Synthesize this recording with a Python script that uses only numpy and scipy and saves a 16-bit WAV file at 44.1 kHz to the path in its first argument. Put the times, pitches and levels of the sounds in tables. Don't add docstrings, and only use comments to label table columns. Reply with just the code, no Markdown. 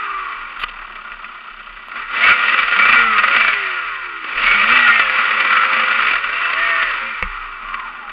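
import sys
import numpy as np
from scipy import signal
from scipy.fft import rfft, irfft
from scipy.io import wavfile
from scipy.ndimage import uniform_filter1d, minimum_filter1d

SR = 44100
rng = np.random.default_rng(int(sys.argv[2]) if len(sys.argv) > 2 else 0)


def generate_wav(signal):
    frames = np.transpose(np.atleast_2d(signal))
    scaled = np.clip(frames, -1, 1) * 32767
    pcm = np.round(scaled).astype(np.int16)
    wavfile.write(sys.argv[1], SR, pcm)


def invert_db(x):
    u = np.asarray(x, float) / 20
    return 10 ** u


N = 358088


def rms_one(x):
    return x / np.sqrt(np.mean(x ** 2) + 1e-20)


def in_time(rows):
    s, *columns = np.transpose(rows)
    return [np.interp(np.arange(N) / SR, s, c) for c in columns]


def at_hz(points, hz):
    table = np.array(points)
    return np.interp(np.log(hz), np.log(table[:, 0]), table[:, 1])


def band_of(x, low_hz, high_hz, order=2):
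    return signal.sosfilt(signal.butter(order, [low_hz, high_hz], "band", fs=SR, output="sos"), x)


def drift(rate):
    r = np.exp(-80 * np.pi * rate / SR)
    slow = signal.lfilter([1], [1, -2 * r, r * r], rng.standard_normal(N // 40 + 2002))[2000:]
    return np.interp(np.arange(N) / 40, np.arange(len(slow)), rms_one(slow))


def through(x, spectrum, modes=()):
    size = 8192
    hz = np.maximum(np.arange(size // 2 + 1) * SR / size, 1)
    db = at_hz(spectrum, hz) + sum(g / (1 + (2 * (hz - f) / w) ** 2) for f, w, g in modes)
    cepstrum = irfft(np.log(invert_db(db)))
    cepstrum[1:size // 2] *= 2
    cepstrum[size // 2 + 1:] = 0
    response = irfft(np.exp(rfft(cepstrum)))
    return signal.fftconvolve(x, response / np.linalg.norm(response))[:N]


# f/Hz, level/dB (per Hz)
CASE = [(50, -31.5), (155, -28), (234, -18), (290, -19.5), (523, -14.5), (800, -14), (1300, -2), (1690, -6),
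        (2300, -5), (3450, -15), (4080, -31), (4670, -38.5), (5400, -49), (6200, -77.5)]
# f/Hz, width/Hz, level/dB
CASE_MODES = [(1220, 430, 9), (1416, 39, 8.5), (1700, 140, -3.5), (1878, 38, 6), (1977, 84, 6.5),
              (2191, 267, -7), (2317, 80, 8.5), (2640, 58, 6), (3323, 440, -6), (4010, 200, -9.5),
              (4580, 340, 8.5)]


def through_case(x):
    return through(x, CASE, CASE_MODES)


# f/Hz, level/dB (per Hz)
LEAK = [(5000, -28), (5800, -12), (6200, -10), (6850, 1), (7600, -13.5), (8200, -33), (9000, -3),
        (9600, -1.5), (10500, 0.5), (11500, -6), (12700, -1.5), (14500, -10), (15800, -20.5)]


def past_seal(x):
    return through(x, LEAK)


# f/Hz, level/dB (per Hz)
SCRAPE_COLOUR = [(300, -6), (1300, -6), (2200, 2.5), (3000, 11), (4500, 9.5), (6000, 4.5)]


def brighten(x):
    return through(x, SCRAPE_COLOUR)


def bursts(seconds, levels_db, rise_s, fall_s):
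    clicks = np.zeros(N)
    clicks[np.minimum((np.asarray(seconds) * SR).astype(int), N - 1)] = invert_db(np.asarray(levels_db))
    t = np.arange(SR // 5) / SR
    shape = np.exp(-t / fall_s) * (1 - np.exp(-t / rise_s))
    return signal.fftconvolve(clicks, shape / shape.max())[:N]


# multiple/1, level/dB
ORDER_PATTERN = [(1, 2), (2, 2), (3, -2), (4, 2), (5, 1), (6, 1), (7, 2), (8, -2), (10, -5), (12, 1),
                 (13, 0), (15, -2), (16, 3), (17, -2), (18, -2), (19, 3), (21, 2), (23, -1), (32, -3)]


def orders(turns, gain_db, swell_db, first, count):
    out = 0
    for k in range(first, first + count):
        gain = invert_db(gain_db(k) + at_hz(ORDER_PATTERN, k) + swell_db * drift(5)[::64])
        out = out + np.repeat(gain, 64)[:N] * np.sin(2 * np.pi * (k * turns + rng.random()))
    return out


# f/Hz, level/dB (per Hz)
HISS = [(5000, -17), (6300, 0), (8200, -9), (10400, 2), (13000, -0.5), (15800, -11.5)]
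# f/Hz, level/dB (rms)
WHISTLES = [(14443, -102.5), (14530, -89), (14621, -94.5), (14707, -100)]


def electronics():
    t = np.arange(N) / SR
    sway = 0.8 * drift(8.0)
    whistle = sum(np.sqrt(2) * invert_db(db) * np.sin(2 * np.pi * hz * t + sway) for hz, db in WHISTLES)
    return invert_db(-86) * through(rng.standard_normal(N), HISS) + whistle


def rumble():
    noise = band_of(rng.standard_normal(N), 130, 800)
    return invert_db(-58.5 + 2.0 * drift(4.9)) * rms_one(noise)


# t/s, length/s, level/dB
BUZZES = [
    (1.58, 0.25, -85),
    (1.86, 0.11, -78),
    (7.103, 0.56, -85),
]


def grasshopper():
    t, strokes_per_s, centre_hz, width_hz = np.arange(N) / SR, 160, 10450, 500
    on = 0
    for s, length_s, db in BUZZES:
        on = on + invert_db(db) * np.clip(np.minimum(t - s, s + length_s - t) / .015, 0, 1)
    strokes = np.exp(-(t * strokes_per_s % 1) / .2) * rng.standard_normal(N)
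    return on * rms_one(band_of(strokes, centre_hz - width_hz / 2, centre_hz + width_hz / 2))


# t/s, level/dB, fade/s
JOLTS = [(.11, -44.5, .08), (.36, -43, .08), (.57, -40, .15), (.79, -46.5, .15), (1.11, -44, 0.054),
         (1.25, -53, .1), (1.5, -51.5, 0.27), (1.679, -43, 0.066), (1.971, -45.5, .1), (2.24, -50, .04),
         (2.42, -42.5, 0.05), (2.6, -49, 0.14), (2.85, -44.5, 0.31), (3.42, -41.5, 0.056),
         (3.78, -56, 0.38), (4.35, -37.5, 0.19), (4.71, -46.5, 0.083), (5.0, -47.5, 0.067),
         (5.3, -54.5, 0.34), (5.95, -52, .2), (6.13, -45, .05), (6.261, -39, 0.046), (6.52, -43, .12),
         (6.78, -42, .15), (7.15, -39, 0.049), (7.23, -32.5, 0.11), (7.62, -44.5, .2), (8.06, -45.5, .2)]


def wobble():
    t, rise_s = np.arange(N) / SR, 0.037
    sway = np.cumsum(30 + 1.3 * drift(7.0)) / SR
    swing = invert_db(-68)
    for s, db, fade_s in JOLTS:
        late = np.maximum(t - s, 0)
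        swing = swing + invert_db(db + 3.5) * np.exp(-late / fade_s) * (1 - np.exp(-late / rise_s))
    return np.sqrt(2) * swing * (1 + 0.3 * drift(8.3)) * np.sin(2 * np.pi * sway)


# t/s, peak/dB, ring/s, bass push/dB, leak/dB
KNOCKS = [
    (0.638, -7, 0.00069, -39, -46.5),
    (1.8842, -19.5, 0.00051, -67, -32),
    (7.226, 0, 0.00058, -16.5, -56),
    (7.225, -20.5, 0.0035, -48, -50.5),
]


def knocks():
    clicks, leaks, pushes = np.zeros(N), np.zeros(N), np.zeros(N)
    for s, peak_db, ring_s, push_db, leak_db in KNOCKS:
        click = bursts([s], [peak_db], rise_s=0.00014, fall_s=ring_s) * rng.standard_normal(N)
        clicks, leaks = clicks + click, leaks + invert_db(leak_db) * click
        pushes[int(s * SR)] = invert_db(push_db)
    clicks = clicks + invert_db(-8) * brighten(clicks)
    t = np.arange(SR // 2) / SR
    fade = lambda fade_s: np.exp(-t / fade_s)
    tone = lambda hz: np.sin(2 * np.pi * hz * t)
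    swing = tone(30) * fade(0.08) * (1 - fade(.015))
    swing = swing + .2 * np.sin(2 * np.pi * 3 * (1 - fade(.012))) * fade(.012)
    swing = swing + 0.52 * tone(54) * fade(0.032) + 0.49 * tone(190) * fade(0.017) * (1 - fade(0.013))
    swing = swing + 0.54 * tone(510) * fade(0.0072) + 2.5 * tone(2200) * fade(0.0054)
    return through_case(clicks) + past_seal(leaks) + signal.fftconvolve(pushes, swing)[:N]


# t/s, level/dB, length/s, leak/dB
SCRAPES = [
    (0.591, -22, 0.02, -37.5),
    (0.606, -24.5, 0.023, -37),
    (0.623, -18.5, 0.011, -43),
    (0.632, -11.5, 0.014, -43),
    (0.679, -23.5, 0.026, -65),
    (0.709, -37, 0.0066, -56),
]


def scrape():
    t, slips, drag, leak = np.arange(N) / SR, rng.standard_normal(N), 0, 0
    for s, db, length_s, leak_db in SCRAPES:
        one = invert_db(db) * np.clip(3 * np.minimum(t - s, s + length_s - t) / length_s, 0, 1)
        drag, leak = drag + one, leak + invert_db(leak_db) * one
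    return invert_db(2.5) * through_case(brighten(drag * slips)) + past_seal(leak * slips)


# t/s, length/s, crank speed reached/(turns/s), throttle/1
THROTTLE = [(1.87, .14, 67, 1), (2.01, .08, 71, .2), (2.09, .18, 118, 1), (2.27, .12, 98, .9),
            (2.39, .17, 104.6, .9), (2.56, .14, 96, .8), (2.70, .29, 119, .9), (3.17, .27, 112.4, .8),
            (4.24, .23, 107.5, 1), (4.47, .13, 102.2, .8), (4.60, .16, 124, .9), (4.76, .19, 116, .1),
            (5.12, .32, 106.2, .9), (5.44, .15, 102.5, .9), (5.59, .14, 106.2, .9), (5.73, .17, 102.5, .9),
            (5.90, .16, 108.5, .9), (6.06, .18, 77.4, .8), (6.24, .13, 83.5, .7), (6.37, .08, 84.4, .6),
            (6.45, .19, 96.2, .5), (6.64, .19, 94, .4), (6.83, .18, 76.5, .7), (7.01, .11, 75.5, .8),
            (7.61, .15, 58.4, .8), (7.76, .17, 51.4, .7), (7.93, .18, 45.6, .7)]


def crank():
    idle, sag_per_s = 31, .72
    t, speed, throttle = np.arange(N) / SR, np.zeros(N), np.zeros(N)
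    now, since = 62.3, 0
    for s, length_s, goal, opening in THROTTLE + [(N / SR, 1, 0, 0)]:
        a, b, c = int(since * SR), int(s * SR), int((s + length_s) * SR)
        start = a
        if b > a + 1:
            sagging = now * np.exp(-sag_per_s * (t[a:b] - since))
            speed[a:b] = (sagging ** 6 + idle ** 6) ** (1 / 6)
            now, start = speed[b - 1], b
        speed[start:c] = now + (goal - now) * np.sin(np.pi / 2 * (t[start:c] - s) / length_s) ** 2
        throttle[b:c], now, since = opening, goal, s + length_s
    return speed, uniform_filter1d(throttle, size=SR // 20)


# t/s, nearness/dB, dullness/dB
HELMET = [(0, 2, 1.5), (.42, 1.5, -1), (.8, -0.5, 5.5), (1.6, -1.5, 1.5), (1.95, -1.5, -1), (2.2, 2, 0),
          (2.7, 0, -1), (3.0, 2.5, 3), (3.5, -0.5, -1.5), (4.2, -3.5, -2.5), (4.55, 2.5, -0.5), (5.1, 1, 1),
          (5.7, 1.5, 4), (6.25, 0, -0.5), (6.7, 1, 0.5), (7.1, -2.5, -1), (7.5, -1, 1), (8.12, -4.5, 4)]
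# t/s, length/s, loss/dB
BOGS = [
    (2.019, 0.12, 6.5),
    (3.019, 0.12, 4),
    (4.582, 0.054, -1.5),
    (5, 0.066, 0),
    (6.185, 0.2, -0.5),
    (7.45, 0.26, 1),
]


def loudness(speed, throttle):
    near_db, dull_db = in_time(HELMET)
    t = np.arange(N) / SR
    for s, length_s, db in BOGS:
        near_db = near_db - db * np.sin(np.pi * np.clip((t - s) / length_s, 0, 1))
    octaves = np.log2(speed / 105)
    overrev = np.clip((speed - 108) / 10, 0, 1)
    effort_db = near_db + 0.66 * throttle + 0.5 * overrev
    low_db = -22 + 8.5 * octaves + effort_db + dull_db / 2
    high_db = -20.5 + 13.5 * octaves + effort_db - dull_db / 2
    orders_db = -33 + 7 * octaves + near_db + 2 * overrev + (1 - throttle)
    return low_db, high_db, orders_db


def boom(speed, throttle):
    centre_hz, width_hz = 230, 30
    noise = rng.standard_normal(N)
    for _ in range(2):
        noise = band_of(noise, centre_hz - width_hz / 2, centre_hz + width_hz / 2, order=1)
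    labour = (throttle + 0.15) * np.clip((90 - speed) / 15, 0, 1)
    labour = labour + invert_db(9) * throttle * np.clip((speed - 92) / 10, 0, 1)
    return invert_db(-56) * labour * rms_one(noise)


def clatter(speed, turns):
    tick = np.exp(-(turns % 1) / 1.0) * np.clip((60 - speed) / 20, 0, 1) * rng.standard_normal(N)
    return invert_db(-31.5) * through_case(brighten(tick))


# t/s, length/s, teeth or multiple a crank turn/1, slip/(teeth or multiples/s), level/dB
WHINE = [(-.1, 0.63, 19.8, 5, -25.5), (-.1, 0.8, 18.7, 9.5, -28), (3.485, 0.067, 16.4, -3, -23.5),
         (4.45, 0.23, 20.2, 15, -12.5), (4.711, 0.53, 15.6, 1.8, -16), (6.565, 0.52, 19.3, 0, -19.5),
         (6.596, 0.35, 23, 3.5, -24), (2.22, 0.18, 18.4, 17.5, -11.5), (2.8, 0.22, 22, -8.5, -15),
         (2.97, 0.58, 12, -0.5, -17), (2.99, 0.28, 11, 0, -22.5), (3.3, 0.36, 20.4, 3, -18.5),
         (4.86, 0.096, 12, 1.5, -8), (4.865, 0.23, 17.7, 7.5, -16), (6.55, 0.27, 19, -0.5, -22),
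         (6.3, 0.39, 32.6, -5, -25), (7.631, 0.43, 20.1, -14, -34), (7.66, 0.24, 19.2, -15.5, -34.5),
         (7.636, 0.34, 21.8, -17.5, -28)]
# t/s, length/s, multiple/1, slip/(multiples/s), level/dB
SWELLS = [(-.05, .4, 6, -1.5, -51), (-.05, 0.6, 7, 0, -51), (4.03, 0.32, 6, 1, -48.5),
          (2.75, .35, 2, 0, -39), (3, .45, 2, 0, -41.5), (3.5, .45, 4, 0, -39.5), (4.5, 0.71, 2, 0, -36),
          (6.5, 0.63, 7, 0, -39), (5, .25, 5, 0, -38.5), (3.0, 0.15, 13, 1, -26), (3.02, 0.22, 18, 0, -21),
          (3.75, 0.44, 14, -1, -32), (6.97, 0.37, 27, 5.5, -32.5), (7.0, 0.34, 31, 5, -30.5),
          (.15, 0.52, 9, 0, -52.5), (2.95, 0.32, 2, 0, -36.5), (2.954, 0.38, 4, 0.5, -36.5),
          (2.99, .22, 7, 1.5, -35.5), (3.519, 0.14, 19, 4.5, -23.5), (4, 0.54, 5, 0, -48),
          (3.5, 0.16, 10, 0.5, -34), (5.5, 0.24, 13, 0.5, -15.5), (5.302, .3, 18.6, -0.5, -22),
          (6.416, 0.87, 12, 0.5, -27.5), (6.5, 0.59, 3, 0, -47), (7, .22, 3, 0.5, -48),
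          (7, 0.22, 7, 1, -43), (8, 0.17, 17, 8, -39)]


def whine(speed, throttle):
    out, flutter, waver = np.zeros(N), drift(28), drift(60)
    for k, (s, length_s, teeth, slip, level_db) in enumerate(WHINE + SWELLS):
        at = np.arange(max(int(s * SR), 0), min(int((s + length_s) * SR), N))
        own = np.abs((at + k * SR // 2) % (2 * N - 2) - N + 1)
        along = (at / SR - s) / length_s
        shape = np.clip(np.minimum(along / 0.075, (1 - along) / 0.58), 0, 1) ** 2
        waver_hz = (teeth / 20) ** 2 * (8 + 22 * throttle[at] + 12 * (speed[at] < 65))
        hz = speed[at] * (teeth + slip * length_s * along) + waver_hz * waver[own]
        out[at] += shape * invert_db(level_db + 1.4 * flutter[own]) * np.sin(2 * np.pi * np.cumsum(hz) / SR)
    return out


COAST_REPEAT, LOAD_REPEAT = .65, .16
# f/Hz, level/dB
ORDER_COLOUR = [(40, -30), (115, -18.5), (190, -15), (215, -8), (238, 0), (290, -4), (400, -7.5), (470, 0),
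                (525, 3.5), (590, -6), (665, 4.5), (740, -8.5), (830, 0.5), (1000, -3)]
# f/Hz, level/dB
COAST_COLOUR = [(250, -14.5), (340, -12), (395, 6), (460, -7), (540, -4.5), (640, -3), (720, 0.5),
                (1000, 0)]


def crank_orders(speed, turns, level_db, alike):
    idle_db = -10 * np.clip((46 - speed) / 8, 0, 1)
    slow_speed, coasting = speed[::64], alike[::64] / COAST_REPEAT
    dull_db = 11 * np.clip((85 - slow_speed) / 20, 0, 1)

    def colour_db(k):
        hz = k * slow_speed
        coast_db = at_hz(COAST_COLOUR, hz) * coasting * (k > 2)
        slow_db = dull_db / (1 + (450 / hz) ** 10) / (1 + (hz / 750) ** 10)
        return at_hz(ORDER_COLOUR, hz) - 60 * (hz > 1000) + coast_db - slow_db

    waver_db = 3.4 - 3.5 * alike[::64]
    return invert_db(level_db + idle_db - 10.5) * orders(turns, colour_db, waver_db, first=1, count=14)


# t/s, peak/dB, crackle above 8 kHz/dB
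BANGS = [(2.245, -5, -55.5), (2.263, 8, -43), (2.284, 8.5, -40), (2.3, 8.5, -49), (2.316, -2, -45),
         (2.792, -7.5, -66.5), (2.821, -4.5, -47.5), (2.853, 2, -47.5), (2.888, 1.5, -48),
         (2.925, 4, -42.5), (2.956, 13, -35.5), (3.181, 5, -47), (3.236, -1.5, -48), (3.279, -4.5, -49),
         (3.309, -6.5, -70), (3.349, -7.5, -49.5), (3.364, 1.5, -48), (3.406, -6.5, -59.5),
         (3.446, -6, -49.5), (3.480, 0, -52), (4.448, -14.5, -61), (4.476, -5, -50), (4.511, -2, -48.5),
         (4.545, -5, -58.5), (4.683, -15.5, -51.5), (4.721, 4.5, -46), (4.758, -1, -47.5),
         (4.877, 12, -30.5), (4.994, 1, -46.5), (6.826, -6, -71)]
# t/s, peak/dB, crackle above 8 kHz/dB
IDLE_BANGS = [(0.144, -39, -78), (0.181, -22, -69), (0.321, -21.5, -66.5), (0.788, -32, -69),
              (0.921, -25, -66), (0.955, -19.5, -67), (1.118, -20, -81), (1.243, -18, -78.5),
              (1.354, -26, -68), (1.453, -29, -72), (1.591, -24.5, -72.5), (1.771, -24.5, -76),
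              (1.915, -21, -73.5), (3.53, -8.5, -77.5), (3.667, -13.5, -72), (4.242, -12.5, -67.5),
              (7.428, -38, -76.5), (7.684, -20, -77), (7.741, -14.5, -68), (7.796, -18, -67),
              (7.845, -30, -75), (7.966, -27.5, -66.5), (8.094, -18, -58.5)]
# t/s, peak/dB, crackle above 8 kHz/dB
PULL_BANGS = [(2.375, -12.5, -60.5), (2.3912, -8, -60.5), (2.4246, -10, -65.5), (2.481, -5.5, -68.5),
              (2.5868, -4.5, -66), (2.7216, -7, -69), (2.737, -19, -69.5), (2.4344, -10, -65.5),
              (2.466, -8, -60.5), (2.5211, -7.5, -66), (2.5417, -5, -64.5), (2.5778, -7, -66),
              (2.6296, -5.5, -65), (2.68, -7, -69.5), (2.712, -7, -66), (2.7628, -6.5, -68),
              (2.7891, -1.5, -67.5),
              (5.0957, -6, -55), (5.1548, -9.5, -68.5), (5.2374, -12, -69.5), (5.1842, -7.5, -63),
               (5.251, -9, -61), (5.3075, -5.5, -59.5), (5.3477, -13.5, -65), (5.402, -3, -58),
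               (5.4482, -7, -63), (5.5262, -4.5, -64.5), (5.5662, -4, -57), (5.633, -6.5, -63.5),
               (5.65, -7, -58), (5.73, -5, -59), (5.7648, -6.5, -65.5), (5.7966, -4, -60.5),
               (5.834, -7.5, -63.5), (5.8823, -6.5, -63.5), (5.913, -5, -59), (5.9873, -6.5, -62),
               (6.0205, -9, -62.5), (6.0675, -7.5, -63.5), (6.083, -11.5, -68), (6.1102, -5.5, -65),
               (6.1333, -5.5, -64.5), (6.1548, -5, -70.5), (6.2386, -10.5, -76), (6.2908, -12, -68),
               (6.3291, -12, -84), (6.3823, -11.5, -68.5), (6.4152, -10, -72), (6.4533, -10.5, -73),
               (6.5, -10, -71), (6.532, -5.5, -73.5), (6.596, -12.5, -67.5), (6.688, -9.5, -70.5)]


def firings(turns, throttle, high_db):
    pulling = np.array(PULL_BANGS) + [0, 0, 2]
    listed = np.r_[np.array(BANGS + IDLE_BANGS), pulling]
    at = np.searchsorted(turns, np.cumsum(rng.integers(2, 6, 250)))
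    chance = rng.standard_normal((250, 2))
    peak_db = high_db[at % N] + 9.5 + chance[:, 0]
    rows = np.c_[at / SR, peak_db, peak_db - 54.5 + 6.5 * chance[:, 1]]
    free = np.abs(at[:, None] / SR - listed[:, 0]).min(axis=1) > .055
    return np.r_[listed, rows[(at < N) & free & (throttle[at % N] > .35)]]


def crackle(high_db, fired):
    s, _, crackle_db = fired.T
    grain_db = 3.5 * np.repeat(rng.exponential(1, N // 40 + 1).clip(0, 5.5), 40)[:N]
    gate = rms_one(invert_db(grain_db)) * bursts(s, crackle_db - 13.5, rise_s=0.0055, fall_s=0.01)
    gate = gate + invert_db(high_db - 54.5) + bursts(s, crackle_db - 3, rise_s=.0002, fall_s=.001)
    return past_seal(gate * rng.standard_normal(N))


# f/Hz, level/dB
IDLE_BASS = [(150, -8), (210, 9.5), (280, -10.5), (370, 3.5), (470, -9), (620, -0.5), (800, -2)]


def rasp(speed, turns, low_db, high_db, alike, fired):
    bass_hz, split_hz = 820, 2063
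    idling, phase = np.clip((55 - speed) / 15, 0, 1), turns % 1
    uneven_db = 1.2 + .5 * idling + 1.2 * (1 - idling) * (1 - alike / COAST_REPEAT)
    uneven = invert_db(uneven_db * rng.standard_normal(1000)[turns.astype(int)])
    uneven = uneven * (1 - .38 * idling * np.cos(2 * np.pi * phase ** .7))
    puff = rms_one(uneven * (2.0 + 0.36 * np.exp(-phase / 0.022) * (1 - np.exp(-phase / 0.049))))
    s, peak_db, _ = fired.T
    bang = bursts(s, peak_db - 10, rise_s=.0015, fall_s=.0085)
    bang = bang + bursts(s, peak_db - 15, rise_s=.0003, fall_s=.002)
    crack = bursts(s, peak_db - 4.5, rise_s=.00002, fall_s=.00007)
    comb = np.sqrt(4 * speed / SR) * orders(turns, lambda k: 0, 2.5, first=10, count=23)
    noise = rng.standard_normal((3, N))
    reference = through_case(noise[2])
    low_edge = signal.butter(3, [bass_hz, split_hz], "band", fs=SR, output="sos")
    high_edge = signal.butter(4, split_hz, "high", fs=SR, output="sos")
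    out = 0
    for edge, level_db, bang_db, share in ((low_edge, low_db, -1.5, alike * 0.79),
                                           (high_edge, high_db, -2.5, alike * 0.63)):
        steady = invert_db(level_db) * (np.sqrt(1 - share) * puff * noise[0] + np.sqrt(share) * comb)
        part = signal.sosfilt(edge, steady + invert_db(bang_db) * (bang * noise[1] + crack))
        out = out + part / np.std(signal.sosfilt(edge, reference))
    bass_db = low_db - 1 + 7 * np.clip((75 - speed) / 20, 0, 1)
    bass = invert_db(bass_db) * (1 - alike) ** 3 * puff * noise[2] + bang * noise[1]
    slow = np.clip((70 - speed) / 15, 0, 1)
    bass = (1 - slow) * bass + slow * through(bass, IDLE_BASS)
    return through_case(out + band_of(bass, 170, bass_hz))


def scene():
    speed, throttle = crank()
    low_db, high_db, orders_db = loudness(speed, throttle)
    coasting = (1 - throttle) * np.clip((speed - 36) / 22, 0, 1) * np.clip((135 - speed) / 35, 0, 1)
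    alike = LOAD_REPEAT + (COAST_REPEAT - LOAD_REPEAT) * coasting
    turns = np.cumsum(speed * (1 + .002 * drift(15))) / SR
    shaky_turns = turns + .028 * throttle * drift(25)
    fired = firings(turns, throttle, high_db)
    surroundings = rumble() + grasshopper() + wobble() + knocks() + scrape()
    engine = boom(speed, throttle) + clatter(speed, turns) + whine(speed, throttle)
    engine = engine + crank_orders(speed, shaky_turns, orders_db, alike)
    engine = engine + crackle(high_db, fired) + rasp(speed, turns, low_db, high_db, alike, fired)
    return (surroundings + engine)[None]


def band_limit(x):
    return signal.sosfilt(signal.butter(12, 15830, fs=SR, output="sos"), x)


def record(dry):
    thump = band_of(np.clip(np.abs(dry) - .45, 0, 1) ** 2, 45, 350)
    x = dry + invert_db(-16.0) * thump
    over = np.maximum(np.abs(x) / .92, 1)
    hold = minimum_filter1d(1 / over, size=193)
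    hold = uniform_filter1d(uniform_filter1d(hold, size=97), size=97)
    return band_limit(x * hold + electronics())


dry = scene()
out = record(dry)
generate_wav(out)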